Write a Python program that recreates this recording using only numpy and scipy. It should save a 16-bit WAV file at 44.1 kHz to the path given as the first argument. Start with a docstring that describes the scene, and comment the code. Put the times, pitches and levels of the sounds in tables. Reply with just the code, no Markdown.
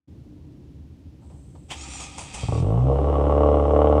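"""A flat-four car engine starts from cold, heard outdoors close to its tailpipes.
First the fuel pump whines, then the starter clacks in and its gears grind. The engine catches
with a few slow thumps and climbs to a hard, uneven fast idle: four unequal cylinders take turns
sending pulses of gas down the exhaust pipe. A low rumble lies behind it all."""
import sys
import numpy as np
from scipy import signal
from scipy.io import wavfile

SR = 44100
rng = np.random.default_rng(int(sys.argv[2]) if len(sys.argv) > 2 else 0)


def log_audio(samples):
    """Write samples as a 16-bit WAV file to the path given in sys.argv[1]."""
    # one column per channel
    frames = np.atleast_2d(samples).T
    # limit to full scale, then quantise
    limited = np.clip(frames, -1, 1)
    pcm = np.round(limited * 32767).astype(np.int16)
    wavfile.write(sys.argv[1], SR, pcm)


N = 176400
TIME = np.arange(N) / SR
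MS = .001
FIRST_FIRING_S = 2.4319

# How fast the engine runs. Each row: time in seconds, firings per second.
ENGINE_SPEED = [(2.433, 17.87), (2.485, 20.52), (2.54, 37.25), (2.62, 44.45), (2.7, 53.53), (2.8, 62.79),
                (2.9, 67.33), (3.08, 72.19), (3.2, 70.52), (3.42, 73.45), (3.62, 72.3), (3.8, 73.51),
                (4.0, 74.39)]


def exhaust():
    """Four unequal cylinders fire in turn; each pulse booms, barks, burbles and rasps in the pipe."""
    # The cylinders in firing order. Each row: bark and rasp offsets in dB (before unevenness scales
    # them), lateness in ms, delay in ms of the echo in the header pipe, that echo's share of the pulse.
    cylinders = [(3.5, 5.5, 0.12, 3.22, 0.081), (0, -4, 0.016, 4.49, 0.04), (3.5, 2, 0.23, 0.96, 0.033),
                 (1, 2, -0.062, 2.3, 0.033)]
    # How much strong and weak cylinders differ. Each row: time in seconds, multiplier of the offsets.
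    unevenness = [(2.5, 0.21), (2.9, 0.24), (3.0, 1.17), (3.26, 1.12), (3.4, 1.06), (3.7, 1.46),
                  (3.8, 1.85)]
    rate = curve(ENGINE_SPEED)
    progress = np.cumsum(rate * (TIME >= FIRST_FIRING_S)) / SR  # goes up by one per firing
    firings = np.arange(int(progress[-1]) + 1)
    at = np.searchsorted(progress, firings, side="right").clip(0, N - 1)  # sample of each firing
    bark_db, rasp_db, late_ms, echo_ms, echo_share = np.array(cylinders)[firings % len(cylinders)].T
    bark_scatter, rasp_scatter, jitter = rng.standard_normal((3, len(firings)))
    times = TIME[at] + (late_ms + .025 * jitter) * MS
    size = np.sqrt(SR / rate[at])  # faster firing alone does not add loudness
    uneven = curve(unevenness)[at]
    booms = boom(times, at, size)
    barks = bark(times, at, size * amp(uneven * bark_db + .45 * bark_scatter), echo_ms, echo_share)
    burbles = burble(times, at, size * amp(uneven * bark_db))
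    rasps = rasp(times, at, size * amp(uneven * rasp_db + 1.2 * rasp_scatter))
    echoes = yard_echoes(amp(-27) * barks + amp(-7) * rasps)
    return booms + barks + burbles + rasps + echoes


def boom(times, at, size):
    """Each pulse of gas rings the low notes of the pipe and silencer."""
    # The boom's loudness. Each row: time in seconds, level in dB.
    levels = [(2.43, -28.5), (2.49, -22.5), (2.6, -21.5), (2.65, -16.5), (2.73, -21), (2.88, -18),
              (2.99, -19), (3.2, -18.5), (3.4, -17.5), (3.65, -19), (4, -17.5)]
    # The pipe's low ring. Each row: frequency in Hz, relative level in dB.
    tone = [(20, -64), (36, -17), (52, -4.5), (72, 0), (95, -1.5), (124, 6.5), (147, -13.5), (168, 0.5),
            (195, -26.5), (260, -14), (500, -81.5), (1000, -90), (12000, -130)]
    return colour(clicks(times, size * amp(curve(levels)[at])), tone)


def bark(times, at, size, echo_ms, echo_share):
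    """Each pulse and its echo in the header pipe ring the exhaust's middle notes."""
    # The bark's loudness. Each row: time in seconds, base level in dB.
    levels = [(2.43, -45), (2.49, -46), (2.525, -30), (2.59, -42.5), (2.7, -29.5), (2.81, -41.5),
              (2.9, -23), (3.0, -30), (3.22, -26), (3.46, -19.5), (3.54, -21), (3.64, -25.5), (3.77, -21),
              (4, -22.5)]
    # The pipe's middle ring. Each row: frequency in Hz, relative level in dB.
    tone = [(100, -42), (190, -16.5), (220, -13.5), (250, -11), (292, -3), (325, 3), (360, -24), (440, 3),
            (480, 4.5), (515, 0.5), (585, 2.5), (665, -6.5), (740, -7), (850, -10.5), (990, -20),
            (1100, -9), (1280, -39.5), (1500, -48), (3000, -73.5), (12000, -115)]
    strength = size * amp(curve(levels)[at])
    pulses = clicks(times, strength) + clicks(times + echo_ms * MS, strength * echo_share)
    return colour(pulses + .03 * puffs(pulses, decay_s=.007), tone)


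def burble(times, at, size):
    """Rough gas follows each pulse, strongest while the cold engine is still settling."""
    # The burble's loudness. Each row: time in seconds, base level in dB.
    levels = [(2.43, -46), (2.53, -32), (2.6, -37), (2.7, -33), (2.82, -35), (2.9, -27), (3.0, -31),
              (3.12, -30.5), (3.3, -31), (3.6, -34), (4, -34)]
    # The burble's tone. Each row: frequency in Hz, relative level in dB.
    tone = [(120, -24), (200, -14), (290, 4.5), (360, 2), (450, 7), (580, -14), (720, 1), (850, -8.5),
            (1000, -14.5), (1500, -53), (3000, -76), (12000, -110)]
    pulses = clicks(times, size * amp(curve(levels)[at]))
    return colour(puffs(pulses, decay_s=.012), tone)


def rasp(times, at, size):
    """A sharp crack and a puff of gas just after each firing ring the pipe's upper notes."""
    # The rasp's loudness. Each row: time in seconds, base level in dB.
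    levels = [(2.43, -51.5), (2.487, -42.5), (2.525, -39), (2.6, -45), (2.7, -40.5), (2.83, -42),
              (2.92, -39.5), (3.1, -37.5), (3.42, -32), (3.66, -37.5), (3.77, -33), (4, -35)]
    # The pipe's upper ring. Each row: frequency in Hz, relative level in dB.
    tone = [(300, -11.5), (600, -11), (830, 7.5), (990, -5.5), (1100, 4.5), (1280, -7.5), (1450, -16),
            (1750, -25.5), (2100, -23), (2500, -31), (2900, -20.5), (3700, -39), (5000, -57), (9000, -62.5),
            (12000, -91.5)]
    cracks = clicks(times + 1.1 * MS, size * amp(curve(levels)[at]))
    return colour(.9 * cracks + .6 * puffs(cracks, decay_s=.007), tone)


def tailpipe_hiss():
    """Gas hisses out of the tailpipes, louder as the engine speeds up."""
    # The hiss's tone. Each row: frequency in Hz, relative level in dB.
    tone = [(1470, -26.5), (2500, -7.5), (2850, -5), (3540, -10.5), (4660, -19.5), (5450, -15.5),
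            (7480, -21), (8380, -23), (9170, -16.5), (10500, -49), (13600, -61), (22000, -120)]
    rate = curve(ENGINE_SPEED)
    flow = (TIME > FIRST_FIRING_S) * np.sqrt(rate / rate.max())
    return amp(-59) * colour(noise(), tone) * flow


def starter():
    """The starter's gears grind and whine and its housing rings, while the turning engine chugs."""
    # The grinding's loudness. Each row: time in seconds, base level in dB.
    grind_levels = [(1.683, -70), (1.695, -52), (1.76, -47.5), (1.82, -45), (1.86, -44.5), (1.96, -42.5),
                    (2.04, -42.5), (2.11, -47), (2.16, -46.5), (2.3, -46.5), (2.41, -40), (2.5, -46.5),
                    (2.6, -47), (2.65, -60), (2.75, -69)]
    # The grinding's tone. Each row: frequency in Hz, relative level in dB.
    grind_tone = [(240, -40.5), (400, -13.5), (540, -2.5), (663, -15.5), (781, 4.5), (999, -19), (1230, 1),
                  (1440, -15.5), (1680, -13.5), (2460, -1.5), (2940, -8.5), (3410, -4.5), (4490, -13),
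                  (5890, -8), (6400, -13.5), (6940, -9.5), (8290, -7), (9380, -18.5), (10500, -27),
                  (13600, -54.5), (22000, -120)]
    # The housing's notes. Each row: frequency in Hz, width in Hz, level in dB relative to the grinding.
    housing_notes = [(800, 36, -20), (941, 80, -14), (2513, 22, -11), (2650, 40, -15.5), (3210, 31, -13.5),
                     (4680, 44, -14.5)]
    # How often gear teeth meet. Each row: time in seconds, rate in Hz.
    tooth_rate = [(1.7, 1000), (1.78, 1299.5), (1.83, 1399.5), (1.93, 1470.5), (2.0, 1383.5), (2.07, 1259),
                  (2.18, 1394), (2.3, 1297.5), (2.45, 1503.5), (2.65, 1594.5)]
    # The whine's tone: relative levels in dB of the first six multiples of that rate.
    harmonics_db = [-18.5, -20, -12, -3.5, 2, -3]
    # The whine's loudness. Each row: time in seconds, level in dB.
    whine_levels = [(1.7, -79), (1.77, -51), (1.82, -41), (1.87, -50.5), (1.94, -40), (2.04, -43.5),
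                    (2.1, -57), (2.4, -69), (2.65, -74)]
    grind = colour(clatter(), grind_tone)
    housing = sum(amp(db) * whistle(hz, width) for hz, width, db in housing_notes)
    whine = unit(sum(amp(db) * whistle(k * curve(tooth_rate), width_hz=510)
                     for k, db in enumerate(harmonics_db, 1)))
    chug = amp(-.5) * whistle(67.6, width_hz=18)
    cranking = (grind + housing + chug) * amp(curve(grind_levels))
    running = (TIME > 1.683) & (TIME < 2.75)
    return running * (cranking + whine * amp(curve(whine_levels)))


def starter_clack():
    """The starter's small gear hits the engine's big ring gear."""
    # The clack's tone. Each row: frequency in Hz, relative level in dB.
    tone = [(150, -9), (550, -5.5), (850, 4), (1300, -10), (1700, -8), (2500, 0.5), (3250, 2.5),
            (4000, -13), (5300, -11), (8200, -8.5), (9500, -16), (11000, -33), (15000, -35)]
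    return colour(clatter() * burst(1.699, db=-25.5, rise_s=.022, decay_s=.024), tone)


def gear_rattles():
    """The slack between the gears rattles as the pistons go over compression."""
    # The rattles. Each row: start in seconds, level in dB, decay time in seconds.
    rattles = [(1.996, -35, 0.037), (2.176, -32, 0.048), (2.335, -32, 0.039)]
    # Their tone. Each row: frequency in Hz, relative level in dB.
    tone = [(200, 10.5), (500, 3.5), (850, 14.5), (1600, -5), (2700, 5), (4500, -7), (6000, 3), (8200, 5),
            (9400, 1.5), (11000, -30), (15000, -41)]
    envelope = sum(burst(start, db, rise_s=.0084, decay_s=decay) for start, db, decay in rattles)
    return colour(clatter() * envelope, tone)


def fuel_pump():
    """The fuel pump gives a thin, slightly wavering whine and a faint hiss."""
    # The pump's notes. Each row: frequency in Hz, relative level in dB.
    notes = [(6228, -83), (7494, -91), (7709, -82.5), (7811, -85.5), (8129, -76.5), (8236, -83)]
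    # The pump comes in, holds, and eases once the engine runs. Each row: time in seconds, gain in dB.
    levels = [(1.15, -50), (1.22, -7), (1.3, -1), (2.6, 2), (2.9, -4.5)]
    waver_hz = 14 * whistle(0, width_hz=30)
    whine = np.zeros(N)
    for hz, db in notes:
        phase = 2 * np.pi * np.cumsum(hz + waver_hz) / SR
        fuzz = .61 * whistle(hz, width_hz=90)
        whine += amp(db + 1.5) * (np.sin(phase) + fuzz)
    hiss = amp(-70) * whistle(7940, width_hz=1500)
    return (whine + hiss) * amp(curve(levels))


def clunks():
    """A few soft clunks come before the starter turns."""
    # The clunks. Each row: start in seconds, level in dB, decay time in seconds.
    knocks = [(1.22, -57.5, 0.04), (1.297, -55, 0.047), (1.55, -49.5, 0.019)]
    # Their tone. Each row: frequency in Hz, relative level in dB.
    tone = [(200, -15), (500, -3), (950, -4.5), (1500, -22), (3200, -26), (5000, -29), (12000, -55)]
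    envelope = sum(burst(start, db, rise_s=.0027, decay_s=decay) for start, db, decay in knocks)
    return colour(noise() * envelope, tone)


def yard_echoes(x):
    """Short scattered echoes from the ground, the cars and the house wall."""
    fade = amp(-60 * TIME / .05)  # down 60 dB in 50 ms
    tail = noise() * (rng.random(N) < .05) * fade * (TIME > .004)
    return signal.fftconvolve(x, tail / np.linalg.norm(tail))[:N]


def background():
    """A low, faintly throbbing rumble with a drone and a little airy hiss above it."""
    # The rumble's tone. Each row: frequency in Hz, relative level in dB.
    rumble_tone = [(12, -72), (20, -38.5), (42, -15), (58, -6), (75, 3.5), (108, -9), (136, -4),
                   (182, -9.5), (218, -15.5), (288, -9.5), (368, -21), (406, -25.5), (441, -25),
                   (1000, -41.5), (1300, -60.5), (2200, -120)]
    # The rumble's slow swell. 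Each row: time in seconds, gain in dB.
    swell = [(.1, -2), (.5, -2.5), (.85, -3), (1.1, -3.5), (1.35, -1.5), (1.6, -2), (2.3, -2.5)]
    # The drone's loudness. Each row: time in seconds, level in dB.
    drone_levels = [(.1, -60), (.55, -49.5), (.9, -60), (1.5, -84), (1.8, -53), (2.4, -73)]
    # The airy hiss's tone. Each row: frequency in Hz, relative level in dB.
    air_tone = [(500, -16), (1000, -1.5), (1600, -6), (3000, -5.5), (5500, -10), (9000, -17.5),
                (11000, -20), (15500, -23.5)]
    throb = unit(1 + .13 * whistle(15.5, width_hz=4))
    rumble = amp(-41 + curve(swell)) * colour(noise() * throb, rumble_tone)
    drone = amp(curve(drone_levels)) * whistle(297.4, width_hz=100)
    air = amp(-70.5) * colour(noise(), air_tone)
    return rumble + drone + air


def puffs(train, decay_s):
    """Swirling gas that follows each pulse and dies quickly."""
    r = np.exp(-2 / (decay_s * SR))
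    power = signal.lfilter([1 - r], [1, -r], train ** 2)
    return noise() * np.sqrt(power)


def clatter(hits_per_s=3500, spread_db=2):
    """Gear teeth make dense random hits, a few of them large."""
    size = amp(spread_db * np.minimum(rng.exponential(1, N), 4))
    return unit(size * np.sign(noise()) * (rng.random(N) < hits_per_s / SR))


def whistle(hz, width_hz):
    """A band of noise around a pitch that may move; at 0 Hz it is a slow wander."""
    r = np.exp(-np.pi * width_hz / SR)
    wander = signal.lfilter([1], [1, -2 * r, r * r], noise() + 1j * noise())
    phase = 2 * np.pi * np.cumsum(hz * np.ones(N)) / SR
    return unit((wander * np.exp(1j * phase)).real)


def colour(x, tone):
    """Gives x the tone of a (Hz, dB) table; white noise keeps its overall level."""
    table_hz, db = np.transpose(tone)
    hz = abs(np.fft.fftfreq(16384, 1 / SR))
    log_gain = np.log(amp(np.interp(np.log(hz + 1), np.log(table_hz + 1), db)))
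    response = np.exp(np.conj(signal.hilbert(log_gain)))  # rings after a hit, never before
    ring = np.fft.ifft(response).real[:6000] * np.hanning(12000)[6000:] ** .5
    return signal.oaconvolve(x, ring / np.linalg.norm(ring))[:N]


def burst(start_s, db, rise_s, decay_s):
    """A loudness shape that rises quickly and dies away."""
    age = np.maximum(TIME - start_s, 0)
    return amp(db) * np.minimum(age / rise_s, 1) * np.exp(-age / decay_s)


def clicks(times, sizes):
    """One single-sample click at each time."""
    samples = np.clip(np.round(times * SR).astype(int), 0, N)
    return np.bincount(samples, sizes, N + 1)[:N]


def curve(points):
    """Joins (seconds, value) points by straight lines."""
    return np.interp(TIME, *np.transpose(points))


def noise():
    """White noise with an average (rms) level of 1."""
    return rng.standard_normal(N)


def amp(db):
    """Turns decibels into a gain."""
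    return 10 ** (np.asarray(db) / 20)


def unit(x):
    """Scales x to an average (rms) level of 1."""
    return x / np.sqrt(np.mean(x ** 2) + 1e-20)


def scene():
    """All the sources, heard from one spot."""
    before_firing = background() + fuel_pump() + clunks() + starter() + starter_clack() + gear_rattles()
    return (before_firing + exhaust() + tailpipe_hiss())[None]


def record(dry):
    """The sound opens after a moment of near silence; the highest treble is cut off steeply."""
    opened = dry * np.clip((TIME - .0736) / .01, .005, 1)
    low_pass = signal.firwin(511, 15700, window=("kaiser", 9), fs=SR)
    return signal.oaconvolve(opened, low_pass[None], "same")


dry = scene()
out = record(dry)
log_audio(out)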